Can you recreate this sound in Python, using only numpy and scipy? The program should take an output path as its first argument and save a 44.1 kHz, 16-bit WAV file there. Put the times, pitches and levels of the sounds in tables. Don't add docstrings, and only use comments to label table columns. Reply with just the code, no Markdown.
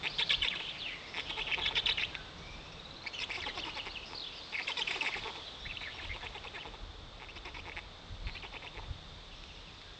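import sys
import numpy as np
from scipy import signal
from scipy.fft import rfft, irfft
from scipy.io import wavfile
from scipy.ndimage import map_coordinates

SR = 44100
rng = np.random.default_rng(int(sys.argv[2]) if len(sys.argv) > 2 else 0)


def dump(signal):
    limited = np.clip(np.atleast_2d(signal).T, -1, 1)
    pcm = np.round(limited * 32767).astype(np.int16)
    wavfile.write(sys.argv[1], SR, pcm)


N = 440559
TIME = np.arange(N) / SR


def gain_of(db):
    return 10 ** (np.asarray(db) / 20)


def unit_rms(x):
    return x / np.sqrt(np.mean(x ** 2) + 1e-20)


def curve_at(points, hz):
    point_hz, value = np.transpose(points)
    return np.interp(np.log(hz + 1), np.log(point_hz + 1), value)


def add(mix, start, sound):
    part = mix[max(round(start * SR), 0):][:len(sound)]
    part += sound[:len(part)]


def band(x, low_hz, high_hz, order=2):
    edges = np.clip([low_hz, max(high_hz, low_hz + 20)], 10, SR / 2 - 20)
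    return signal.sosfilt(signal.butter(order, edges, "band", fs=SR, output="sos"), x)


def resonate(x, hz, width_hz):
    carrier = np.exp(2j * np.pi * np.cumsum(hz * np.ones(len(x))) / SR)
    pole = np.exp(-np.pi * width_hz / SR)
    return 2 * (carrier * signal.lfilter([(1 - pole) ** 2], [1, -2 * pole, pole * pole], x / carrier)).real


def wander(size, hz):
    at = np.arange(size) * hz / SR
    return map_coordinates(rng.standard_normal(int(at[-1]) + 4), [at + 1], order=2, mode="nearest")


def noise(spectrum):
    colour = gain_of(curve_at(spectrum, np.fft.rfftfreq(N, 1 / SR)))
    return unit_rms(irfft(rfft(rng.standard_normal(N)) * colour, N))


def glide(length, pitches, waver, flutter_db, quaver=0):
    size = max(round(length * SR), 100)
    u = np.linspace(0, 1, size)
    hz = np.polyval(np.polyfit([0, .5, 1], pitches, 2), u)
    hz *= 1 + waver * wander(size, 700) + quaver * wander(size, 169)
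    return u, 2 * np.pi * np.cumsum(hz) / SR, gain_of(flutter_db * wander(size, 420))


def leaves(low_trim_db=-4.0, sheen_db=-61.0):
    # frequency in Hz, relative level in dB.
    spectrum = [(76, -16.5), (130, -4), (160, -5.5), (224, -7), (347, -6.5), (379, -9), (414, -5.5),
                (1190, -9), (1680, -15.5), (1810, -15.5), (2230, -16.5), (2850, -17), (3640, -12),
                (5550, -25.5), (8600, -40), (11200, -56.5), (18900, -120)]
    # time in seconds, low band in dB before its trim, high band in dB.
    faders = [(0, -50.5, -53), (1, -52.5, -53.5), (1.7, -49.5, -54), (2.4, -53, -55), (3, -52.5, -56),
              (3.6, -51, -52.5), (4.3, -54, -55), (5, -51, -47.5), (5.6, -53.5, -54.5), (6.3, -53.5, -54.5),
              (7, -54.5, -58), (9.99, -57, -56)]
    times, low_db, high_db = np.transpose(faders)
    hiss = noise(spectrum)
    low = signal.sosfiltfilt(signal.butter(2, 1800, fs=SR, output="sos"), hiss)
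    high = hiss - low
    low = low / band(low, 440, 1500).std() * gain_of(low_trim_db + np.interp(TIME, times, low_db))
    high = high / band(high, 1400, 6600).std() * gain_of(np.interp(TIME, times, high_db))
    sheen = unit_rms(band(rng.standard_normal(N), 3400, 3750)) * gain_of(sheen_db)
    return low + high + sheen


def drone():
    # time in seconds, level in dB.
    fader = [(0, -56), (.4, -60.5), (1.1, -67), (1.9, -60), (2.8, -62), (3.3, -72.5), (7, -80), (8.2, -63),
             (9.99, -65.5)]
    hum = unit_rms(band(rng.standard_normal(N), 145.8, 178.0))
    return hum * gain_of(np.interp(TIME, *np.transpose(fader)))


def wind(trim_db=2.0, lumpy_db=1.5, rise_db_per_s=187, fall_db_per_s=136):
    # frequency in Hz, relative level in dB.
    rumble = [(8.8, -35), (15, -12.5), (37, 5), (57, -1.5), (91, -1.5), (231, -27.5), (300, -26),
              (390, -40.5), (660, -120)]
    # time in seconds, level in dB before the trim.
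    breeze = [(0, -60.5), (1.05, -63), (1.6, -53.5), (2.6, -54.5), (3, -62), (3.7, -57.5), (4.8, -66.5),
              (5.9, -56), (9, -55), (9.99, -59.5)]
    # time of the peak in seconds, level in dB before the trim.
    gusts = [(.39, -48.5), (5.2, -48.5), (5.67, -45.5), (6.09, -42.5), (6.31, -52), (6.85, -45),
             (7.03, -46), (8.12, -45.5), (8.26, -41), (8.79, -45), (8.91, -43), (9, -52), (9.12, -44.5)]
    blow_db = np.interp(TIME, *np.transpose(breeze))
    for peak_s, peak_db in gusts:
        drop_db = np.maximum(rise_db_per_s * (peak_s - TIME), fall_db_per_s * (TIME - peak_s))
        blow_db = np.maximum(blow_db, peak_db - drop_db)
    return noise(rumble) * gain_of(trim_db + blow_db + lumpy_db * wander(N, 14))


def trees(x, build_s=0.0053, echoes_per_s=2500):
    # frequency in Hz, seconds to fall by 60 dB.
    decay_times = [(200, 0.34), (1000, 1), (3000, 0.71), (8000, 0.45)]
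    taps = rng.standard_normal(SR) * (rng.random(SR) < echoes_per_s / SR)
    hz, t, bands = signal.stft(taps, SR, nperseg=256)
    bands = bands * gain_of(-60 * t / curve_at(decay_times, hz)[:, None])
    tail = signal.istft(bands * (1 - np.exp(-t / build_s)), SR)[1]
    return signal.fftconvolve(x, tail / np.linalg.norm(tail))[:N]


def far_trills(trim_db=-4.0, trill_db=2.6):
    # start and end in seconds, first and last pitch in Hz,
    # bandwidth in Hz, level in dB before the trim.
    phrases = [(0.067, 0.428, 4360, 4330, 880, -45), (0.502, 0.945, 3030, 2970, 900, -43),
               (0.858, 1.153, 2040, 2100, 219, -48), (1.036, 1.3, 5200, 5160, 700, -54),
               (2.38, 2.75, 5500, 5300, 700, -62.5), (2.055, 2.347, 4000, 3700, 600, -58),
               (1.168, 1.594, 3320, 3240, 700, -41), (2.498, 2.953, 2500, 2700, 300, -57.5),
               (4.056, 4.3, 4900, 4750, 690, -51.5), (4.321, 4.75, 4850, 4500, 600, -50.5),
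               (4.701, 5.546, 4900, 4460, 600, -55.5), (4.221, 4.44, 2960, 2800, 600, -50.5),
               (5.103, 6.146, 3260, 3860, 450, -48.5), (5.894, 6.15, 2940, 2750, 1110, -48),
               (8.248, 8.413, 4200, 4200, 450, -52), (9.274, 9.798, 3200, 2600, 600, -61),
               (9.346, 9.978, 5400, 4700, 900, -65)]
    out = np.zeros(N)
    for start, end, first, last, width, db in phrases:
        size = round((end - start) * SR)
        u = np.linspace(0, 1, size)
        hz = first + (last - first) * u + .25 * width * wander(size, 45)
        blur = resonate(rng.standard_normal(size), hz, width)
        swell = np.interp(u, [0, .13, .6, 1], [0.86, 1, 0.86, 0.4])
        trill = gain_of(trill_db * wander(size, 34.9))
        add(out, start, gain_of(db + trim_db) * unit_rms(blur * swell * trill))
    return out


def songbirds():
    # start in seconds, number of notes, spacing and note length in seconds,
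    # opening note's first and last pitch in Hz, pitch factor from note to note, relative level in dB.
    runs = [(.085, 1, 0, 0.06, 4200, 5100, 1, -50), (.775, 1, 0, .155, 5130, 2103, 1, -40),
            (2.111, 1, 0, 0.12, 1663, 1515, 1, -52.5), (2.361, 1, 0, 0.22, 2170, 2380, 1, -57),
            (2.718, 1, 0, .018, 4550, 5800, 1, -57), (2.838, 4, 0.097, .01, 4350, 4840, 1.12, -60),
            (2.793, 8, .056, 0.014, 3590, 3900, 1.02, -46.5),
            (3.443, 4, .165, .052, 4250, 2700, .97, -40.5), (3.575, 3, .159, 0.036, 3700, 4600, 1, -47),
            (4.146, 6, .023, .02, 3950, 4840, .935, -41), (4.395, 1, 0, 0.056, 2800, 4300, 1, -49.5),
            (5.44, 3, .176, 0.071, 3870, 3990, 1, -50), (5.585, 2, .343, .055, 5320, 5600, 1, -60.5),
            (9.296, 3, .177, 0.062, 3400, 2550, .975, -57.5), (9.817, 1, 0, 0.15, 1600, 1635, 1, -65)]
    out = np.zeros(N)
    for start, count, period, length, first, last, step, db in runs:
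        pitches = np.array([first, first + .72 * (last - first), last])
        for k in range(round(count)):
            u, phase, flutter = glide(length, pitches * step ** k, waver=.015, flutter_db=4.5)
            note = np.sin(np.pi * u) * flutter * np.sin(phase)
            add(out, start + k * period, gain_of(db) * unit_rms(note))
    return out


def nest_reflections(x, level_db=-9.0, decay_s=0.0082, echoes_per_s=1500):
    t = np.arange(SR // 25) / SR
    taps = rng.standard_normal(len(t)) * (rng.random(len(t)) < echoes_per_s / SR)
    taps *= np.exp(-t / decay_s) * (t > .001)
    return x + gain_of(level_db) * signal.oaconvolve(x, taps / np.linalg.norm(taps))[:N]


def twig_snaps(decay_s=0.0018):
    # start in seconds, peak level in dB.
    snaps = [(6.4416, -35), (9.438, -36.5), (9.816, -38.5)]
    out, t = np.zeros(N), np.arange(SR // 50) / SR
    for start, db in snaps:
        tick = band(rng.standard_normal(len(t)) * np.exp(-t / decay_s), 1800, 4000)
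        add(out, start, gain_of(db) * tick / abs(tick).max())
    return out


def bout_treble(time_s):
    # start in seconds, edge and fizz in dB relative to the bill.
    bouts = [(0, -23.5, -25), (1.1, -21, -25), (1.45, -21, -41), (3, -10, -21), (3.5, -8.5, -23),
             (4.5, -23, -30), (4.65, -15, -19), (5.2, -15, -36), (5.6, -27, -23), (7.1, -12, -27),
             (7.7, -20, -27)]
    return bouts[sum(start <= time_s for start, _, _ in bouts[1:])][1:]


def bend(hz, ratios, scatter=.07, top_hz=3650):
    return np.minimum(hz * np.array(ratios) * (1 + scatter * rng.uniform(-1, 1, len(ratios))), top_hz)


def whistle(start, length, pitches, db, crest, rattle_hz=376.6, usual_edge_db=-15):
    # pitch in Hz, relative octave level in dB.
    octave = [(1500, 20), (2000, -10), (2500, -19), (3400, -26)]
    # pitch in Hz, level in dB per unit of rattle.
    undertone = [(2700, -29), (3300, -8.5)]
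    harshness_db = bout_treble(start)[0] - usual_edge_db
    octave_db = curve_at(octave, pitches[1]) + harshness_db
    rattle = np.interp(db, [-42, -30], [.12, .44])
    waver = np.interp(db, [-42, -30], [.015, .028])
    u, phase, flutter = glide(length, pitches, waver, flutter_db=3.5, quaver=.03)
    beat_hz = rattle_hz * (1 + .25 * wander(len(u), 200))
    beat = 2 * np.pi * (np.cumsum(beat_hz) / SR + rng.random())
    swell = abs(np.sin(np.pi * np.interp(u, [0, crest, 1], [0, .5, 1]))) ** .49
    roughness = 1 + .5 * wander(len(u), 1300)
    envelope = unit_rms(swell * flutter * roughness * (1 + rattle * np.cos(beat)))
    phase = phase + rattle * np.sin(beat)
    overtones = gain_of(octave_db) * (np.sin(2 * phase) + gain_of(-20) * np.sin(3 * phase))
    sub_octave = rattle * gain_of(curve_at(undertone, pitches[1])) * np.sin(phase / 2)
    return start, gain_of(db) * envelope * np.sqrt(2) * (np.sin(phase) + overtones + sub_octave)


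def rasp(length, pulse_hz, bill_hz, throat_db, bill_db, edge_db, fizz_db, shut_hz=2315, open_hz=3670):
    # resting frequency in Hz, bandwidth in Hz.
    tract = [(440, 294), (900, 456), (2400, 835), (3560, 315), (5050, 690), (7300, 1500)]
    size = max(round(length * SR), 100)
    u = np.linspace(0, 1, size)
    push = np.sin(np.pi * u)
    slowing = np.exp(-6.0 * length * (u - .5))
    jitter = np.exp(.06 * wander(size, 300))
    rate = pulse_hz * slowing * (1 + .12 * (push - .5)) * jitter
    cycles = np.cumsum(rate) / SR
    snaps = np.diff(np.floor(cycles), prepend=-1) * gain_of(2.5 * rng.uniform(-1, 1, size))
    puffs = .009 * rate / 300 * np.exp(-2 * (cycles % 1)) * rng.standard_normal(size)
    drive = np.pad(-(snaps + puffs) * (1 + push), (0, SR // 100))
    gape = np.clip((bill_hz - shut_hz) / (open_hz - shut_hz), .05, .9)
    lower_db, upper_db = bill_db + 10 * np.log10([1 - gape, gape])
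    levels_db = (throat_db - 4, throat_db, lower_db, upper_db, edge_db, fizz_db)
    lifts = (1, 1, 1 + .22 * (gape - .3), 1, 1, 1)
    voice = 0
    for (hz, width), db, lift in zip(tract, levels_db, lifts):
        ring = resonate(drive, hz * lift * (1 + .04 * wander(len(drive), 157)), width)
        flutter = gain_of(5.0 * wander(len(drive), 117.3))
        voice = voice + gain_of(db) * unit_rms(ring * flutter)
    return band(voice, 280, 7300, order=3) * np.sqrt(len(drive) / size)


def chicks(mid_pitch_hz=2880, mid_pulse_hz=286, dive_s=.009, dive_overlap_s=.01, climb_overlap_s=.005):
    # start and length in seconds, pulses a second, pitch in Hz, then the levels
    # in dB of throat, bill, lead-in whistle and lead-out whistle (None for no whistle).
    syllables = [ (0.032, 0.033, 191, 2900, -48.5, -38.5, None, -33.5),
                 (0.19, 0.029, 480, 3380, -47.5, -34, -34.5, -31.5),
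                 (0.302, 0.033, 548, 3380, -49, -31.5, -29.5, -30),
                 (0.424, 0.049, 480, 3076, -48.5, -35, -31.5, -31.5),
                 (0.552, 0.013, 300, 3160, -55, -45, None, -41),
                 (0.602, 0.013, 145, 2960, -53.5, -49, -42.5, None),
                 (1.141, 0.071, 150, 2550, -50.5, -41.5, None, None),
                 (1.295, 0.017, 310, 3300, -51, -42.5, None, None),
                 (1.37, 0.04, 420, 2800, -47.5, -42, None, -36.5),
                 (1.475, .044, 198, 2660, -50.5, -44.5, -39.5, -33),
                 (1.575, 0.051, 160, 3070, -45.5, -43.5, None, None),
                 (1.648, 0.029, 415, 3350, -64, -35.5, -42, -33.5),
                 (1.689, 0.047, 132, 3150, -48.5, -48.5, None, None),
                 (1.754, 0.033, 465, 3426, -48, -32, -38, -33.5),
                 (1.866, .045, 436, 3320, -48.5, -33, -28.5, -33),
                 (1.982, 0.054, 374, 2850, -56, -36.5, -34, -33.5),
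                 (2.146, 0.011, 180, 2850, -57, -42.5, None, None),
                 (3.041, .024, 66, 2250, -57, -59, None, None),
                 (3.2, 0.036, 480, 3220, -53, -41.5, None, -38.5),
                 (3.291, .018, 162, 2550, -49, -48, None, -37.5),
                 (3.323, 0.045, 400, 2700, -62, -44.5, None, None),
                 (3.37, .03, 350, 3180, -50, -49.5, None, -43),
                 (3.458, 0.029, 260, 2600, -45, -48.5, None, None),
                 (3.551, 0.046, 350, 3180, -47, -47, None, -43),
                 (3.646, 0.05, 304, 2740, -48, -48.5, None, -44.5),
                 (3.754, 0.04, 260, 2750, -49, -46, None, -50.5),
                 (3.857, 0.027, 182, 2460, -49, -46.5, None, None),
                 (4.098, 0.058, 78, 2880, -53.5, -55, None, None),
                 (4.524, 0.024, 206, 2830, -55, -47, None, None),
                 (4.59, 0.023, 253, 2430, -51, -42, None, -41.5),
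                 (4.679, 0.033, 494, 3020, -46, -39, -39.5, -38),
                 (4.77, 0.046, 470, 3290, -47.5, -38, None, -34.5),
                 (4.877, 0.063, 340, 2703, -50, -39, -34.5, -37.5),
                 (4.952, 0.036, 383, 2920, -47, -45, None, None),
                 (5.015, .08, 247, 2624, -45.5, -40, -32.5, None),
                 (5.152, 0.036, 357, 2700, -47.5, -45.5, None, -45),
                 (5.228, 0.024, 110, 3300, -57, -49, None, None),
                 (5.252, 0.057, 203, 2630, -45.5, -48, None, None),
                 (5.354, 0.034, 160, 3350, -52, -51.5, None, None),
                 (5.809, 0.026, 240, 2540, -55.5, -47.5, None, -44),
                 (5.945, 0.046, 115, 3300, -57.5, -59, None, None),
                 (6.014, 0.05, 320, 3200, -55.5, -48.5, None, None),
                 (6.145, .029, 160, 3000, -52.5, -52, -47, None),
                 (6.229, 0.04, 233, 2920, -50, -46, None, -47.5),
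                 (6.346, 0.031, 395, 2900, -50.5, -50, None, -47.5),
                 (6.437, .037, 250, 2940, -51, -52.5, None, -45),
                 (6.535, 0.051, 363, 2610, -52.5, -49, None, -49),
                 (6.648, 0.044, 154, 3100, -50.5, -54.5, None, None),
                 (6.737, 0.022, 123, 3400, -56, -57.5, None, None),
                 (7.2, 0.05, 127, 2000, -56, -53.5, None, None),
                 (7.357, 0.023, 330, 3110, -55.5, -51, None, -50),
                 (7.447, .042, 330, 2720, -52, -49, None, -51),
                 (7.544, 0.051, 300, 2680, -53.5, -49.5, None, -46.5),
                 (7.655, .045, 170, 2500, -51.5, -49.5, None, None),
                 (7.761, .034, 170, 2360, -52.5, -44, None, None),
                 (8.27, 0.032, 185, 2570, -58, -47.5, None, None),
                 (8.347, 0.024, 380, 2800, -58.5, -49.5, None, -44.5),
                 (8.432, 0.03, 370, 2755, -53, -50, -47, -48),
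                 (8.523, 0.045, 253, 2680, -52, -50.5, None, -45),
                 (8.622, 0.049, 233, 2750, -53, -51, None, -45),
                 (8.739, 0.057, 155, 2620, -53, -52.5, None, None),
                 (8.822, 0.028, 97, 2830, -59.5, -60, None, None)]
    # start and length in seconds,
    # first, middle and last pitch in Hz, level in dB.
    squeals = [(0.498, 0.055, 3540, 2205, 1390, -41), (.672, 0.055, 2050, 3530, 2980, -44),
               (1.533, 0.02, 2490, 2303, 3280, -31), (1.615, 0.037, 3370, 3320, 3220, -35.5),
               (3.063, .019, 2130, 2200, 2450, -38), (3.13, .02, 2700, 2790, 3320, -45),
               (3.145, 0.029, 3200, 2960, 2840, -44.5), (3.18, 0.028, 3120, 2690, 2580, -41.5),
               (3.349, .022, 2790, 2200, 3250, -42.5), (3.416, 0.034, 2660, 2100, 1810, -42.5),
               (3.483, 0.023, 2100, 2004, 1820, -41.5), (4.542, 0.024, 2820, 2280, 2530, -36),
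               (4.575, 0.022, 2150, 2235, 1900, -38), (5.071, 0.019, 2760, 2306, 2340, -34.5),
               (5.11, .027, 3040, 2260, 1990, -43), (5.138, 0.016, 2520, 2250, 1650, -36),
               (5.652, 0.024, 1740, 2140, 2550, -44), (5.689, .041, 2320, 2700, 1930, -44),
               (5.756, 0.029, 2040, 2560, 3800, -43.5), (5.845, 0.071, 2655, 1854, 2420, -46),
               (5.983, 0.025, 2730, 2040, 1610, -47), (6.09, 0.051, 2080, 2100, 2320, -43.5),
               (6.205, 0.048, 2280, 1710, 1850, -52), (6.555, 0.041, 1807, 1714, 2050, -49.5),
               (6.598, .038, 2770, 3010, 1860, -48), (7.285, 0.029, 2370, 2790, 2980, -50),
               (7.716, 0.019, 2060, 2470, 2830, -48)]
    out = np.zeros(N)
    for start, length, pulse_hz, hz, throat_db, bill_db, in_db, out_db in syllables:
        shrill = hz / mid_pitch_hz
        bill_hz = 2645 * shrill ** .67
        edge_db, fizz_db = bout_treble(start)
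        edge_db += 12 * np.log2(shrill) + 2.5 * np.log2(pulse_hz / mid_pulse_hz)
        creak = rasp(length, pulse_hz, bill_hz, throat_db, bill_db, bill_db + edge_db, bill_db + fizz_db)
        add(out, start, creak)
        if in_db is not None:
            dive = bend(hz, (1.2, .96, .927))
            add(out, *whistle(start - dive_s, dive_s + dive_overlap_s, dive, in_db, crest=.6))
        if out_db is not None:
            climb = bend(hz, (.84, .96, 1.18))
            climb_s = .019 * 2 ** ((out_db + 31) / 16)
            climb_start = start + length - climb_overlap_s
            add(out, *whistle(climb_start, climb_overlap_s + climb_s, climb, out_db, crest=.58))
    for start, length, *pitches, db in squeals:
        add(out, *whistle(start, length, pitches, db, crest=.42))
    return out


def scene():
    nest = nest_reflections(chicks() + twig_snaps())
    song = songbirds()
    echo = trees(gain_of(-17.0) * nest + gain_of(-27.0) * band(nest, 2200, 4900) + gain_of(-8.5) * song)
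    return (nest + gain_of(-3.5) * song + far_trills() + echo + leaves() + drone() + wind())[None]


def record(dry):
    low_pass = signal.firwin(255, 8520, window=("kaiser", 8), fs=SR)
    return signal.oaconvolve(dry, low_pass[None], "same")


dry = scene()
out = record(dry)
dump(out)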